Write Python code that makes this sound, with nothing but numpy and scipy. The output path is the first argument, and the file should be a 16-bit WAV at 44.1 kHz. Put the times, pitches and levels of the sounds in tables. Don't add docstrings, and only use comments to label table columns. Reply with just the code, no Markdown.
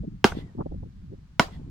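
import sys
import numpy as np
from scipy import signal
from scipy.fft import rfft, irfft, next_fast_len
from scipy.io import wavfile
from scipy.ndimage import uniform_filter1d, map_coordinates

SR = 44100
rng = np.random.default_rng(int(sys.argv[2]) if len(sys.argv) > 2 else 0)


def store_wav(level_fs):
    pcm = np.round(np.clip(np.atleast_2d(level_fs), -1, 1) * 32767)
    wavfile.write(sys.argv[1], SR, pcm.T.astype(np.int16))


N = 74970
T = np.arange(N) / SR


def amp(db):
    return 10 ** (np.asarray(db) / 20)


def unit(x):
    return x / np.sqrt(np.mean(x ** 2) + 1e-20)


def along(points, hz):
    point_hz, value = np.transpose(points)
    return np.interp(np.log(hz + 1), np.log(point_hz + 1), value)


def colour(points):
    return lambda hz: amp(along(points, hz))


def filtered(x, gain):
    size = 2 * next_fast_len(N * 5 // 8, True)
    wanted = np.maximum(gain(np.fft.rfftfreq(size, 1 / SR)), 1e-6)
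    cepstrum = irfft(np.log(wanted))
    cepstrum[1:size // 2] *= 2
    cepstrum[size // 2 + 1:] = 0
    response = np.exp(rfft(cepstrum))
    return irfft(rfft(x, size) * response, size)[..., :N]


def stereo(pair, alike):
    likeness = along(alike, np.fft.rfftfreq(N, 1 / SR))
    turn = np.arccos(np.clip(likeness, -.99, .99)) / 2
    mid, side = irfft(rfft(pair) * [np.cos(turn), np.sin(turn)], N)
    return np.array([mid + side, mid - side])


def noise(gain, alike):
    return unit(filtered(stereo(rng.standard_normal((2, N)), alike), gain))


def decay(start_s, rise_s, t60_s):
    since = np.maximum(T - start_s, 0)
    return (1 - np.exp(-since / rise_s)) * np.exp(-np.log(1000) * since / t60_s)


def swell(centre_s, half_length_s):
    return np.exp(-.5 * ((T - centre_s) / half_length_s) ** 2)


def wobble(knots_per_s):
    return map_coordinates(rng.standard_normal(N // 100), [T * knots_per_s], mode="mirror")


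# time_s, level_db
WIND_LEVEL = [(0, -29.5), (.08, -48.5), (.14, -36), (.2, -50), (.33, -35.5), (.42, -39.5), (.48, -38.5),
              (.54, -50), (.6, -39.5), (.78, -37), (.92, -47.5), (1.02, -43), (1.13, -42.5), (1.26, -52),
              (1.36, -51.5), (1.46, -44), (1.57, -39), (1.7, -43.5)]
# pitch_hz, relative_level_db (per Hz)
RUMBLE_TONE = [(10, -5.5), (25, -3.5), (55, 2.5), (100, -2.5), (180, -3), (300, -17), (400, -31),
               (550, -41.5), (900, -85.5)]
# centre_s, half_length_s, level_db, upper_edge_hz
EDDIES = [(0.043, 0.0081, -36, 650), (.079, 0.0064, -30, 324), (.332, 0.0092, -32, 88.5),
          (0.353, 0.0022, -35, 630), (0.372, 0.0023, -28, 417), (.389, 0.002, -28.5, 540),
          (0.423, 0.016, -45.5, 465), (0.462, 0.0039, -42, 372), (0.554, 0.0035, -39.5, 480),
          (0.584, 0.0091, -27.5, 274), (0.595, 0.0086, -32, 920), (0.611, 0.0047, -25, 1150),
          (0.623, 0.0026, -32, 1230), (0.665, 0.0043, -30, 770), (0.723, 0.005, -32, 730),
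          (0.745, .004, -39, 710), (0.834, 0.0044, -32.5, 803), (.865, 0.0084, -45, 466),
          (1.108, 0.011, -41, 287), (1.132, 0.01, -37, 570), (1.19, 0.0081, -46, 365),
          (1.598, 0.0045, -36.5, 297), (1.62, 0.0059, -41.5, 417), (1.677, 0.013, -44, 370)]
# pitch_hz, likeness (0 to 1)
PORTS_ALIKE = [(60, 0.85), (250, 1), (600, 0.91), (1200, 0.083)]
# time_s, left_port_lag_s
PORT_LAG = [(0, -.0006), (.4, -.0006), (.54, .0006), (1.2, .0006), (1.35, -.0006), (1.7, -.0004)]
LUMPS_PER_S, LUMPS_DB = 54, 1
EDDY_LOW_HZ, EDDY_TILT, EDGE_STEEPNESS = 131, 1.05, 6.5


def wind():
    level_db = np.interp(T, *np.transpose(WIND_LEVEL)) + LUMPS_DB * wobble(LUMPS_PER_S)
    air = amp(level_db) * noise(colour(RUMBLE_TONE), PORTS_ALIKE)
    for centre_s, half_length_s, eddy_db, edge_hz in EDDIES:
        def eddy_tone(hz):
            ratio = hz / EDDY_LOW_HZ
            body = ratio / (1 + ratio ** 2) ** ((1 + EDDY_TILT) / 2)
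            return body / np.sqrt(1 + (hz / edge_hz) ** (2 * EDGE_STEEPNESS))

        air += amp(eddy_db) * swell(centre_s, half_length_s) * noise(eddy_tone, PORTS_ALIKE)
    lag = np.interp(T, *np.transpose(PORT_LAG))
    left = np.interp(T - lag / 2, T, air[0])
    right = np.interp(T + lag / 2, T, air[1])
    return np.array([left, right])


# pitch_hz, relative_level_db (per Hz)
HISS_TONE = [(100, -5), (600, -3), (1400, -1), (2400, -6.5), (4500, -8.5), (7000, -14.5), (10000, -23),
             (15500, -27.5)]
# pitch_hz, likeness (0 to 1)
DIFFUSE_ALIKE = [(100, 0), (500, .15), (2000, 0)]
HISS_DB = -69.5


def field_hiss():
    return amp(HISS_DB) * noise(colour(HISS_TONE), DIFFUSE_ALIKE)


# pitch_hz, relative_level_db (per Hz)
CRACK_TONE = [(100, -16.5), (500, -3.5), (1500, 0.5), (3200, -2.5), (5500, -10.5), (8000, -20.5),
              (13000, -28.5), (16000, -25.5)]
# pitch_hz, likeness (0 to 1)
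CRACK_ALIKE = [(300, .98), (2000, .95), (5000, .4), (10000, .1)]
SNAPS_PER_S, CRACK_T60_S, CRACK_DB = 6000, 0.022, -21.5
EDGE_DB, EDGE_T60_S = -0.5, 0.014


def fibres(start_s):
    snaps = (rng.random((2, N)) < SNAPS_PER_S / SR) * rng.choice([-1, 1], (2, N))
    crackle = unit(filtered(stereo(snaps, CRACK_ALIKE), colour(CRACK_TONE)))
    crack = decay(start_s, .0001, CRACK_T60_S)
    first_bite = amp(EDGE_DB) * decay(start_s, .0001, EDGE_T60_S)
    return amp(CRACK_DB) * crackle * (crack + first_bite)


# pitch_hz, t60_s, first_cut_db, second_cut_db
STALK_MODES = [(199.8, 0.027, -1.5, -2), (300, 0.012, -21.5, -19.5), (403, 0.02, -2, -6.5),
               (709, 0.034, -12.5, -8.5), (789, 0.021, -5.5, -30.5), (990, 0.033, -17, -8),
               (1157, 0.022, -10.5, -6), (1445, 0.023, -15, -5), (1563, 0.032, -12, -19),
               (2146, 0.031, -20.5, -17), (2850, 0.01, -11.5, -10), (3090, 0.01, -12.5, -26),
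               (4053, 0.017, -26, -39.5), (5180, 0.017, -18.5, -20)]
HEAVY_HZ, SWELL_CYCLES = 560, .15
RADIATE_HZ = 115


def stalk(start_s, bite_s, cut):
    out = np.zeros(N)
    for hz, t60_s, *levels_db in STALK_MODES:
        mode_start = start_s + bite_s / (1 + (hz / HEAVY_HZ) ** 4)
        tone = np.sin(2 * np.pi * hz * (T - mode_start))
        out += amp(levels_db[cut]) * decay(mode_start, SWELL_CYCLES / hz, t60_s) * tone
    return filtered(out, lambda hz: (hz ** 2 + 10) / np.sqrt(hz ** 4 + RADIATE_HZ ** 4))


PUSH_WIDTH_S = .0005


def push(start_s):
    u = (T - start_s) / PUSH_WIDTH_S - 2
    return u * np.exp(-.5 * u ** 2)


GROUND_DB, GROUND_T60_S, GROUND_DELAY_S = -17, .045, .0045


def ground(x):
    tail = rng.standard_normal((2, N)) * decay(GROUND_DELAY_S, .001, GROUND_T60_S)
    tail = tail / np.linalg.norm(tail[0])
    return amp(GROUND_DB) * signal.fftconvolve(x[None], tail, axes=1)[:, :N]


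PATCHY_DB = 2.2


def patchy(x):
    spectrum = signal.stft(x, nperseg=512)[2]
    field = rng.standard_normal(spectrum.shape[1:])
    field = uniform_filter1d(field, size=3, axis=0)
    field = uniform_filter1d(field, size=6, axis=1)
    uneven = spectrum * amp(PATCHY_DB * unit(field))
    return unit(signal.istft(uneven, nperseg=512)[1][:, :N])


# pitch_hz, relative_level_db (per Hz)
BUSH_TONE = [(80, -12), (250, 0), (500, 0.5), (1050, 1.5), (2000, -8.5), (3200, -8), (5500, -12.5),
             (8000, -21), (13000, -28.5), (16000, -29)]
# pitch_hz, relative_level_db (per Hz)
LINGER_TONE = [(100, -6), (450, 1), (900, -0.5), (1500, -13.5), (3000, -18.5), (8000, -26), (15000, -47)]
BUSH_DB, BUSH_RISE_S, BUSH_T60_S = -18.5, 0.0025, .17
LINGER_DB, LINGER_T60_S = -43.5, 0.79


def bushes(start_s):
    bright = patchy(noise(colour(BUSH_TONE), DIFFUSE_ALIKE)) * decay(start_s, BUSH_RISE_S, BUSH_T60_S)
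    low = patchy(noise(colour(LINGER_TONE), DIFFUSE_ALIKE)) * decay(start_s, BUSH_RISE_S, LINGER_T60_S)
    return amp(BUSH_DB) * bright + amp(LINGER_DB) * low


# pitch_hz, relative_level_db (per Hz)
TREES_TONE = [(300, -8.5), (900, -2.5), (1400, -6.5), (1900, 2), (2500, -9), (3200, 0.5), (4800, -8),
              (6500, -20), (15000, -28.5)]
TREES_DELAY_S, TREES_HALF_LENGTH_S, TREES_DB = .142, .026, -54


def trees(start_s):
    echo = patchy(noise(colour(TREES_TONE), DIFFUSE_ALIKE))
    return amp(TREES_DB) * echo * swell(start_s + TREES_DELAY_S, TREES_HALF_LENGTH_S)


RING_DB, RING_HZ, RING_WIDTH_HZ, RING_BEND_HZ_PER_S2 = -64, 1990, 90, 16000


def ring(centre_s, half_length_s):
    flutter = signal.hilbert(noise(lambda hz: 1 / (1 + (hz / RING_WIDTH_HZ) ** 2), DIFFUSE_ALIKE))
    pitch_hz = RING_HZ - RING_BEND_HZ_PER_S2 * (T - centre_s) ** 2
    phase = 2 * np.pi * np.cumsum(pitch_hz) / SR
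    return amp(RING_DB) * np.real(flutter * np.exp(1j * phase)) * swell(centre_s, half_length_s)


# start_s, level_db, time_until_blade_stops_s, push_db, fibre_crack_db,
# treble_left_over_right_db, bush_scatter_db, far_echo_db, ring_delay_s, ring_half_length_s
CHOPS = [(0.2429, 1.5, .0032, -3, 0, -5.5, -1.5, 0.5, 0.15, .07),
         (1.3957, -1, 0.0017, -8.5, 6.5, -2, -1, -3, .14, 0.023)]
SHADOW_HZ = 3500


def chops():
    out = np.zeros((2, N))
    for cut, chop in enumerate(CHOPS):
        start_s, level_db, bite_s, push_db, crack_db, pan_db, bush_db, far_db, ring_delay_s, ring_half_s = chop
        knock = stalk(start_s, bite_s, cut) + amp(push_db) * push(start_s + bite_s)
        blow = knock + amp(crack_db) * fibres(start_s)

        def treble_tilt(half):
            return lambda hz: amp(half * pan_db * hz ** 2 / (hz ** 2 + SHADOW_HZ ** 2))

        left = filtered(blow[0], treble_tilt(.5))
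        right = filtered(blow[1], treble_tilt(-.5))
        direct = np.array([left, right])
        echo = amp(bush_db) * bushes(start_s) + amp(far_db) * trees(start_s)
        echo += ring(start_s + ring_delay_s, ring_half_s)
        out += amp(level_db) * (direct + ground(knock) + echo)
    return out


# start_s, scuff_db, t60_s, low_pass_corner_hz, stalk_ringing_db
KNOCKS = [(.3205, -26, 0.019, 1640, -19), (1.4830, -38.5, 0.036, 990, -28.5)]
KNOCK_RISE_S, KNOCK_LOW_HZ = 0.00027, 292


def knocks():
    out = np.zeros((2, N))
    for cut, (start_s, scuff_db, t60_s, top_hz, ring_db) in enumerate(KNOCKS):
        def soft(hz):
            return hz / (hz + KNOCK_LOW_HZ) / np.sqrt(1 + (hz / top_hz) ** 10)

        out += amp(scuff_db) * noise(soft, CRACK_ALIKE) * decay(start_s, KNOCK_RISE_S, t60_s)
        ringing = stalk(start_s + KNOCK_RISE_S, KNOCK_RISE_S, cut)
        out += amp(ring_db) * filtered(ringing, soft)
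    return out


def scene():
    return wind() + field_hiss() + chops() + knocks()


CEILING, KNEE, TOP_HZ = 1, 15, 16200


def record(dry):
    rounded = dry / (1 + np.abs(dry / CEILING) ** KNEE) ** (1 / KNEE)
    kept = np.fft.rfftfreq(2 * N, 1 / SR) < TOP_HZ
    return irfft(rfft(rounded, 2 * N) * kept)[:, :N]


dry = scene()
out = record(dry)
store_wav(out)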